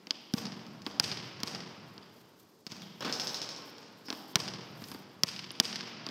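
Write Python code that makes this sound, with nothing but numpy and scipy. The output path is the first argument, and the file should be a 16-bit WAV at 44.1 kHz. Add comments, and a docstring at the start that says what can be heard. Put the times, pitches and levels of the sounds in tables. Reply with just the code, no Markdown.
"""A basketball slaps and thumps on the hardwood of a large empty gym, the hall already ringing.
A player dribbles, jumps, shoots and fetches the rebound: hands clap on rubber, soles scuff and squeak,
clothes and net swish. The shot shakes the hoop, whose sprung rim chatters to rest. Walls throw back
single echoes of each bounce, then the hall rings for over two seconds above faint ventilation air."""
import sys
import numpy as np
from scipy import signal
from scipy.fft import rfft, irfft
from scipy.io import wavfile
from scipy.ndimage import uniform_filter1d, minimum_filter1d

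SR = 44100
rng = np.random.default_rng(int(sys.argv[2]) if len(sys.argv) > 2 else 0)


def wav_out(sig):
    """Save sig, one row per channel (or a flat mono array), as 16-bit PCM at SR to the path in sys.argv[1]."""
    wavfile.write(sys.argv[1], SR, np.round(np.clip(np.atleast_2d(sig).T, -1, 1) * 32767).astype(np.int16))


N = 269010
TIME = np.arange(N) / SR

# Contact colours: rubber slap, hollow knock, top-end crack. Each row: frequency in Hz, level in dB.
SLAP = [(200, -45), (1000, -12), (2000, -10), (3200, -5), (4000, -5), (4900, 3), (5600, -1.5),
        (6600, -10.5), (9000, -28), (15000, -25.5)]
KNOCK = [(100, -20), (350, 3), (550, -3), (1100, -1), (2200, -7.5), (4000, -13.5), (9000, -31)]
CRACK = [(2000, -50), (5000, -64.5), (7200, 15), (10000, 24), (13000, 17.5), (16000, -17.5)]


def undb(db):
    """Decibels to gain."""
    return 10 ** (np.asarray(db) / 20)


def unit(x):
    """Scale to an energy of one."""
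    return x / np.sqrt(np.sum(x ** 2))


def fade(t60, size):
    """Exponential decay, 60 dB down after t60 seconds."""
    return np.exp(-np.log(1000) * TIME[:size] / t60)


def add(track, s, x):
    """Mix x into the track from s seconds on."""
    start = int(s * SR)
    track[start:start + len(x)] += x[:N - start]


def flutter(rate):
    """Random wavering with a spread near one, taking rate turns a second."""
    knots = rng.standard_normal(int(N / SR * rate) + 2)
    return np.interp(TIME * rate, np.arange(len(knots)), knots)


def colour(x, points, size=2048):
    """Causal filter through (Hz, dB) points, keeping the energy of white input."""
    hz, db = np.transpose(points)
    bins = np.maximum(np.arange(size // 2 + 1) * SR / size, 1)
    gain = undb(np.interp(np.log(bins), np.log(hz), db))
    cepstrum = irfft(np.log(gain))
    cepstrum[1:size // 2] *= 2  # minimum phase keeps attacks sharp
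    cepstrum[size // 2 + 1:] = 0
    response = unit(irfft(np.exp(rfft(cepstrum))))
    return signal.fftconvolve(x, response)[:len(x)]


def pulse(points, size=8192):
    """A single clean tick of this colour."""
    return unit(colour(signal.unit_impulse(size), points))


def burst(points, t60, tick, size=8192):
    """A contact: one sharp tick and a dying spray of tiny slips."""
    push = unit(rng.standard_normal(size) * fade(t60, size))
    push[0] += tick
    return unit(colour(push, points))


def thump(hz, t60, contact_s, size=8192):
    """A short low thud: a body squashes and springs back in a few swings."""
    swell = 1 - np.exp(-TIME[:size] / contact_s)
    return unit(np.sin(2 * np.pi * hz * TIME[:size]) * swell * fade(t60, size))


def ring(modes, size=44100):
    """A struck body rings in decaying sines, a little detuned on every blow."""
    tone = np.zeros(size)
    for hz, db, t60 in modes:
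        detuned_hz = hz * (1 + 0.0072 * rng.standard_normal())
        tone += undb(db) * np.sin(2 * np.pi * detuned_hz * TIME[:size]) * fade(t60, size)
    return unit(tone)


def hall_ring(first_s, build_s):
    """The gym's diffuse tail: silent until the first walls answer, then each band dies at its own pace."""
    # The hall's ring. Each row: frequency in Hz, level in dB, t60 in seconds.
    decays = [(66, -5.5, 3.8), (101.7, 2.5, 3.8), (160, 3.5, 2.4), (267, 0.5, 3.56), (480, 6.5, 2.87),
              (1100, 1, 3.24), (2140, 1, 2.28), (4800, -10, 1.5), (7500, -6.5, 0.63), (13340, -16, 0.44)]
    hz, db, t60 = np.transpose(decays)
    log_centres = np.log(np.geomspace(50, 16000, 18))
    log_bins = np.log(np.maximum(np.arange(N // 2 + 1) * SR / N, 1))
    band_of_bin = np.interp(log_bins, log_centres, np.arange(len(log_centres)))
    clumps = undb(3 * flutter(rate=400) * fade(3, N))  # early reflections bunch up, later ones even out
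    onset = np.clip((TIME - first_s) / build_s, 0, 1)
    noise, tail = rfft(rng.standard_normal(N)), np.zeros(N)
    for k, centre in enumerate(log_centres):
        band = irfft(noise * np.maximum(1 - abs(band_of_bin - k), 0), N)
        envelope = unit(onset * fade(np.interp(centre, np.log(hz), t60), N))
        tail += band * undb(np.interp(centre, np.log(hz), db)) * envelope
    return tail * clumps


def lingering_bounce(hall):
    """The hall still rings from a bounce half a second before the scene opens."""
    body = undb(-14) * thump(hz=192, t60=0.036, contact_s=0.004)
    bounce = body + undb(-14.5) * pulse(KNOCK) + undb(-5.5) * pulse(SLAP)
    return signal.fftconvolve(bounce, hall)[SR // 2:]


def ventilation():
    """Moving air lays a faint, steady bed of noise."""
    # Colour of the air. Each row: frequency in Hz, spectral level in dB.
    air = [(30, -22), (120, -18.5), (400, 2), (1500, -32.5), (5000, -14.5), (8000, -25.5), (15000, -36)]
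    return undb(-66.5) * colour(rng.standard_normal(N), air)


def touches(rows, points, thud_hz, slap_t60, knock_db):
    """Light, quick claps, each with a small thud and a knock that follows the thud's strength."""
    direct, send = np.zeros((2, N))
    for s, slap_db, thud_db, send_db in rows:
        thud = undb(thud_db) * thump(hz=thud_hz, t60=0.02, contact_s=0.0072)
        slap_gain, knock_gain = undb(slap_db), undb(thud_db + knock_db)
        slap = slap_gain * burst(points, t60=slap_t60, tick=1.07)
        knock = knock_gain * burst(KNOCK, t60=0.073, tick=0.17)
        add(direct, s, thud + slap + knock)
        add(send, s, undb(send_db) * (thud + slap_gain * pulse(points) + knock_gain * pulse(KNOCK)))
    return direct, send


def hands():
    """Palms meet the ball in tight, bright claps."""
    # Hands on the ball. Each row: start in seconds, then slap, thud and hall send in dB.
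    claps = [ (0.0705, -20, -25.5, 7.5), (0.1080, 0, -21.5, -9), (0.8650, -10.5, -11, 0),
             (1.9797, -23, -30, 4.5), (2.0310, -32, -43, 2), (4.0842, -23.5, -15.5, -1),
             (4.1033, -8, -13.5, -1.5), (4.1272, -16, -14, -2.5), (4.9160, -20, -19.5, 0.5),
             (4.9466, -25, -19.5, -12), (5.5062, -15.5, -22, 5), (6.0656, -10, -12, 8),
             (6.0888, -14.5, -18, 3)]
    # Colour of a palm on rubber. Each row: frequency in Hz, level in dB.
    palm = [(200, -36), (1000, -18.5), (2300, -5.5), (3200, 3), (4000, -2), (4900, 8), (5700, -3),
            (6800, -16.5), (9000, -30), (15000, -34.5)]
    return touches(claps, palm, thud_hz=278, slap_t60=0.0087, knock_db=-1)


def clothes_and_net():
    """Fabric rubs in grainy swishes that swell and fade over a constant faint rustle."""
    # Swishes. Each row: start in seconds, length in seconds, level at the crest in dB.
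    swishes = [(0.32, 0.13, -59), (2.155, 0.068, -70), (2.367, 0.074, -76), (2.689, .2, -72),
               (2.937, 0.5, -62.5), (3.63, 0.09, -66), (4.02, 0.38, -64), (4.74, 0.31, -60.5)]
    # Colour of rubbing cloth. Each row: frequency in Hz, level in dB.
    cloth = [(1000, -37), (4000, 7.5), (7000, 3.5), (10000, -1), (14000, 8.5), (16000, -5.5)]
    envelope = np.full(N, undb(-76.5))
    for s, length_s, db in swishes:
        envelope += undb(db) * np.sin(np.pi * np.clip((TIME - s) / length_s, 0, 1))
    folds_db = 3 * flutter(rate=20) + 3.5 * flutter(rate=120)
    return envelope * undb(folds_db) * colour(rng.standard_normal(N), cloth)


def dribbles():
    """The ball hits the boards: a rubber slap on a low thump, then single echoes from ceiling and walls."""
    # Bounces. Each row: start in seconds, metres across and along from the microphone, slap, knock
    # and thump in dB, thump pitch in Hz, hall sends of the slap and of the thump in dB.
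    bounces = [ (0.3380, -1.2, 11.7, -7, -13.5, 2.5, 220, 4.5, -6.5),
               (0.9985, 4.5, 7.6, 5.5, -7.5, -11.5, 147, -1.5, 3.5),
               (1.4333, 5, 7.7, -6, -14, -9.5, 193, 5, 0.5),
               (4.3567, 2.4, 8.2, 5.5, -3, -3, 174, -4.5, -3.5),
               (5.2348, -2, 2.7, 5.5, -10, -7, 175, -5.5, -5.5),
               (5.6002, -2.4, 2.57, 16, 3, 5, 232, -6.5, -7.5)]
    # Boards and the air inside the ball. Each row: frequency in Hz, level in dB, t60 in seconds.
    ball_modes = [(474, 0, 0.74), (787, -1, 0.22), (1148, -2, 0.26), (1940, -7, .06), (2936, -5, 0.043)]
    # The microphone mirrored in ceiling and walls. Each row: metres across, along and up,
    # echo level in dB relative to the hall send.
    mirrors = [(4.5, -6.5, 18.5, -15.5), (-40.5, 10, 2, -28), (5, -44, 2.5, -19), (43.5, 37.55, 0, -15.5),
               (72.5, 0.49, 0, -19.5), (90.5, -26.94, 1.5, -27.5)]
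    sound_m_s = 343
    direct, send = np.zeros((2, N))
    for s, across_m, along_m, slap_db, knock_db, thump_db, thump_hz, send_db, boom_db in bounces:
        slap_gain, knock_gain, crack_gain = undb([slap_db, knock_db, slap_db - 17])
        body = undb(thump_db) * thump(hz=thump_hz, t60=0.019, contact_s=0.0047)
        # the deeper the squash, the more boards and ball ring on
        hollow = undb(thump_db - 21.5) * ring(ball_modes, size=8192)
        slap = slap_gain * burst(SLAP, t60=0.012, tick=1.1)
        crack = crack_gain * burst(CRACK, t60=0.008, tick=0.8)
        knock = knock_gain * burst(KNOCK, t60=0.043, tick=0.81)
        add(direct, s, body + hollow + slap + crack + knock)
        # a soft pop as the ball leaves the floor
        add(direct, s + 0.011, undb(knock_db - 13) * burst(KNOCK, t60=0.029, tick=0.372))
        # summed over all directions, the ball radiates a smooth spectrum
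        smooth = slap_gain * pulse(SLAP) + knock_gain * pulse(KNOCK) + crack_gain * pulse(CRACK)
        radiated = undb(send_db) * smooth
        add(send, s, radiated + undb(boom_db) * (body + hollow))
        outgoing = radiated + undb(boom_db - 4.5) * body
        ball = np.array([across_m, along_m, 0])
        for *mirror, echo_db in mirrors:
            lag_s = (np.linalg.norm(mirror - ball) - np.linalg.norm(ball)) / sound_m_s
            add(direct, s + lag_s, undb(echo_db) * wall_echo(outgoing, lag_s))
    return direct, send


def wall_echo(x, lag_s):
    """An uneven wall smears an echo over a few milliseconds; the longer the path, the duller."""
    loss_db = 32 * lag_s
    wall = [(100, 0.0014), (2600, 0), (5000, -loss_db), (12000, -9 - 2 * loss_db)]
    return signal.fftconvolve(x, burst(wall, t60=0.038, tick=0.69))


def footsteps():
    """Shoes land on the boards with a scuffing slap and a low thud."""
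    # Steps. Each row: start in seconds, then slap, thud and hall send in dB.
    steps = [ (0.6660, -27, -32, 2), (0.8195, -25.5, -29, 14.5), (1.4030, -21, -20.5, 3.5),
             (2.6668, -14, -20.5, 6), (2.7195, -17.5, -19, 5.5), (2.8200, -23, -25, -17),
             (3.7826, -25.5, -31.5, 10.5), (4.8192, -30, -18, -2.5), (4.8400, -19, -25, 7)]
    return touches(steps, SLAP, thud_hz=201, slap_t60=0.042, knock_db=-4.5)


def sole_squeaks():
    """Rubber soles stick and slip at an unsteady pitch, heard mostly by way of the hall."""
    # Squeaks. Each row: start and length in seconds, first and last pitch in Hz, hall send level in dB.
    slips = [(2.814, 0.043, 3420, 3390, -19.5), (2.853, 0.058, 2930, 2940, -38),
             (4.039, 0.08, 5060, 5160, -12)]
    send = np.zeros(N)
    for s, length_s, start_hz, end_hz, db in slips:
        size = int(length_s * SR)
        hz = np.linspace(start_hz, end_hz, size) * (1 + 0.1 * flutter(rate=1500)[:size])
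        tone = np.sin(2 * np.pi * np.cumsum(hz) / SR)
        add(send, s, undb(db) * unit(np.hanning(size) * tone))
    return undb(-7) * send, send


def hoop_rattle():
    """The shot grinds on the rim and shakes the backboard; loose fittings click with each blow."""
    # Blows of the ball. Each row: start in seconds, clatter level in dB.
    blows = [(3.007, -12.5), (3.0230, -9.5), (3.0470, -5), (3.0620, -9), (3.0780, -9.5), (3.0950, -8.5)]
    # Ring of hoop and backboard. Each row: frequency in Hz, level in dB, t60 in seconds.
    hoop_modes = [(178, -12, .5), (269, 0, .22), (371, -12, .4), (468, -7, .4), (581, -7, .3),
                  (791, -11, .3), (862, -7, .25), (1090, -6, .3), (1443, -7, .3), (1615, -5, .25),
                  (2487, -11, .25), (3171, -12, .3)]
    # Colours of the frame's clatter and its fittings. Each row: frequency in Hz, level in dB.
    clatter = [(60, -29), (140, 7.5), (280, 4.5), (600, 0), (1400, 0), (2100, -6.5), (3200, -4.5),
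               (5300, -5.5), (7000, -20), (14000, -58)]
    fittings = [(500, 9), (1500, -11), (3200, 6), (5200, -12), (7000, -16), (14000, -17)]
    frame = np.zeros(N)
    add(frame, blows[0][0], undb(-17.5) * burst(SLAP, t60=0.025, tick=0.51))
    for s, db in blows:
        add(frame, s, undb(db) * burst(clatter, t60=0.17, tick=0.16))
        add(frame, s, undb(db - 11) * ring(hoop_modes))
        add(frame, s + 0.0027, undb(db - 11.5) * burst(fittings, t60=0.021, tick=0.29))
    return frame, undb(-2.5) * frame


def rim_chatter():
    """The sprung rim taps its stop once a swing, rattling after each tap, until friction stills it."""
    # Steel of the spring hinge. Each row: frequency in Hz, level in dB, t60 in seconds.
    steel_modes = [(4700, -15, .2), (4820, -3, 0.25), (5230, 17, 0.18), (6300, 10, 0.22)]
    # Colour of a tap on the stop. Each row: frequency in Hz, level in dB.
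    tap = [(300, -19.5), (2000, -21), (3500, -10.5), (4500, -6), (5400, -1), (6500, -16.5), (9000, -29.5),
           (14000, -36)]
    start_s, period_s, chatter_s = 3.1257, 0.0729, 0.033
    loss = 0.16  # share of the first swing's energy lost on each swing
    direct, send = np.zeros((2, N))
    for swing in range(7):
        s = start_s + period_s * swing
        db = -8 + 10 * np.log10(1 - loss * swing)
        steel = undb(db - 3.5) * ring(steel_modes)
        click = undb(db - 1) * burst(tap, t60=0.0092, tick=0.97)
        sizzle = undb(db + 2) * burst(tap, t60=0.31, tick=0)
        add(direct, s, steel)
        add(direct, s, click + sizzle)
        add(send, s, undb(db + 6) * pulse(tap))
        for late in rng.uniform(0.05, 1, size=3):
            rattle = undb(db - 6 - 7.3 * late) * burst(tap, t60=0.018, tick=0.89)
            add(direct, s + late * chatter_s, rattle)
    return direct, undb(0) * send


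def clothes_ticks():
    """Clothes give off small, crisp ticks."""
    # Ticks. Each row: start in seconds, level in dB.
    ticks = [(4.8855, -29.5), (4.918, -28.5), (5.5160, -26.5)]
    direct = np.zeros(N)
    for s, db in ticks:
        add(direct, s, undb(db) * burst(CRACK, t60=0.012, tick=1))
    return direct, undb(-8) * direct


def scene():
    """Each contact gives a direct sound and a send into the hall; air and fabric lie underneath."""
    contacts = [hands(), footsteps(), dribbles(), hoop_rattle(), rim_chatter(), sole_squeaks(),
                clothes_ticks()]
    direct, send = np.sum(contacts, axis=0)
    hall = hall_ring(first_s=0.018, build_s=0.025)
    reverb = signal.fftconvolve(send, hall)[:N]
    add(reverb, 0, lingering_bounce(hall))
    return (direct + reverb + ventilation() + clothes_and_net())[None]


def limiter(x, ceiling, release_s):
    """Turns down at once for a peak over the ceiling, then recovers slowly."""
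    excess = np.log(np.maximum(abs(x) / ceiling, 1))
    recovery = np.exp(-TIME / release_s)
    held = np.maximum.accumulate(excess / recovery, axis=-1) * recovery
    return x * uniform_filter1d(minimum_filter1d(np.exp(-held), size=65), size=33)


def record(dry):
    """A phone microphone: thin in the deep bass, limited on the nearest bounces, cut off at the top."""
    low_cut = signal.butter(3, 98, "high", fs=SR, output="sos")
    high_cut = signal.ellip(8, 0.2, 70, 15700, fs=SR, output="sos")
    thin = signal.sosfilt(low_cut, dry) + undb(-36) * dry
    return signal.sosfilt(high_cut, limiter(thin, ceiling=0.8, release_s=0.32))


dry = scene()
out = record(dry)
wav_out(out)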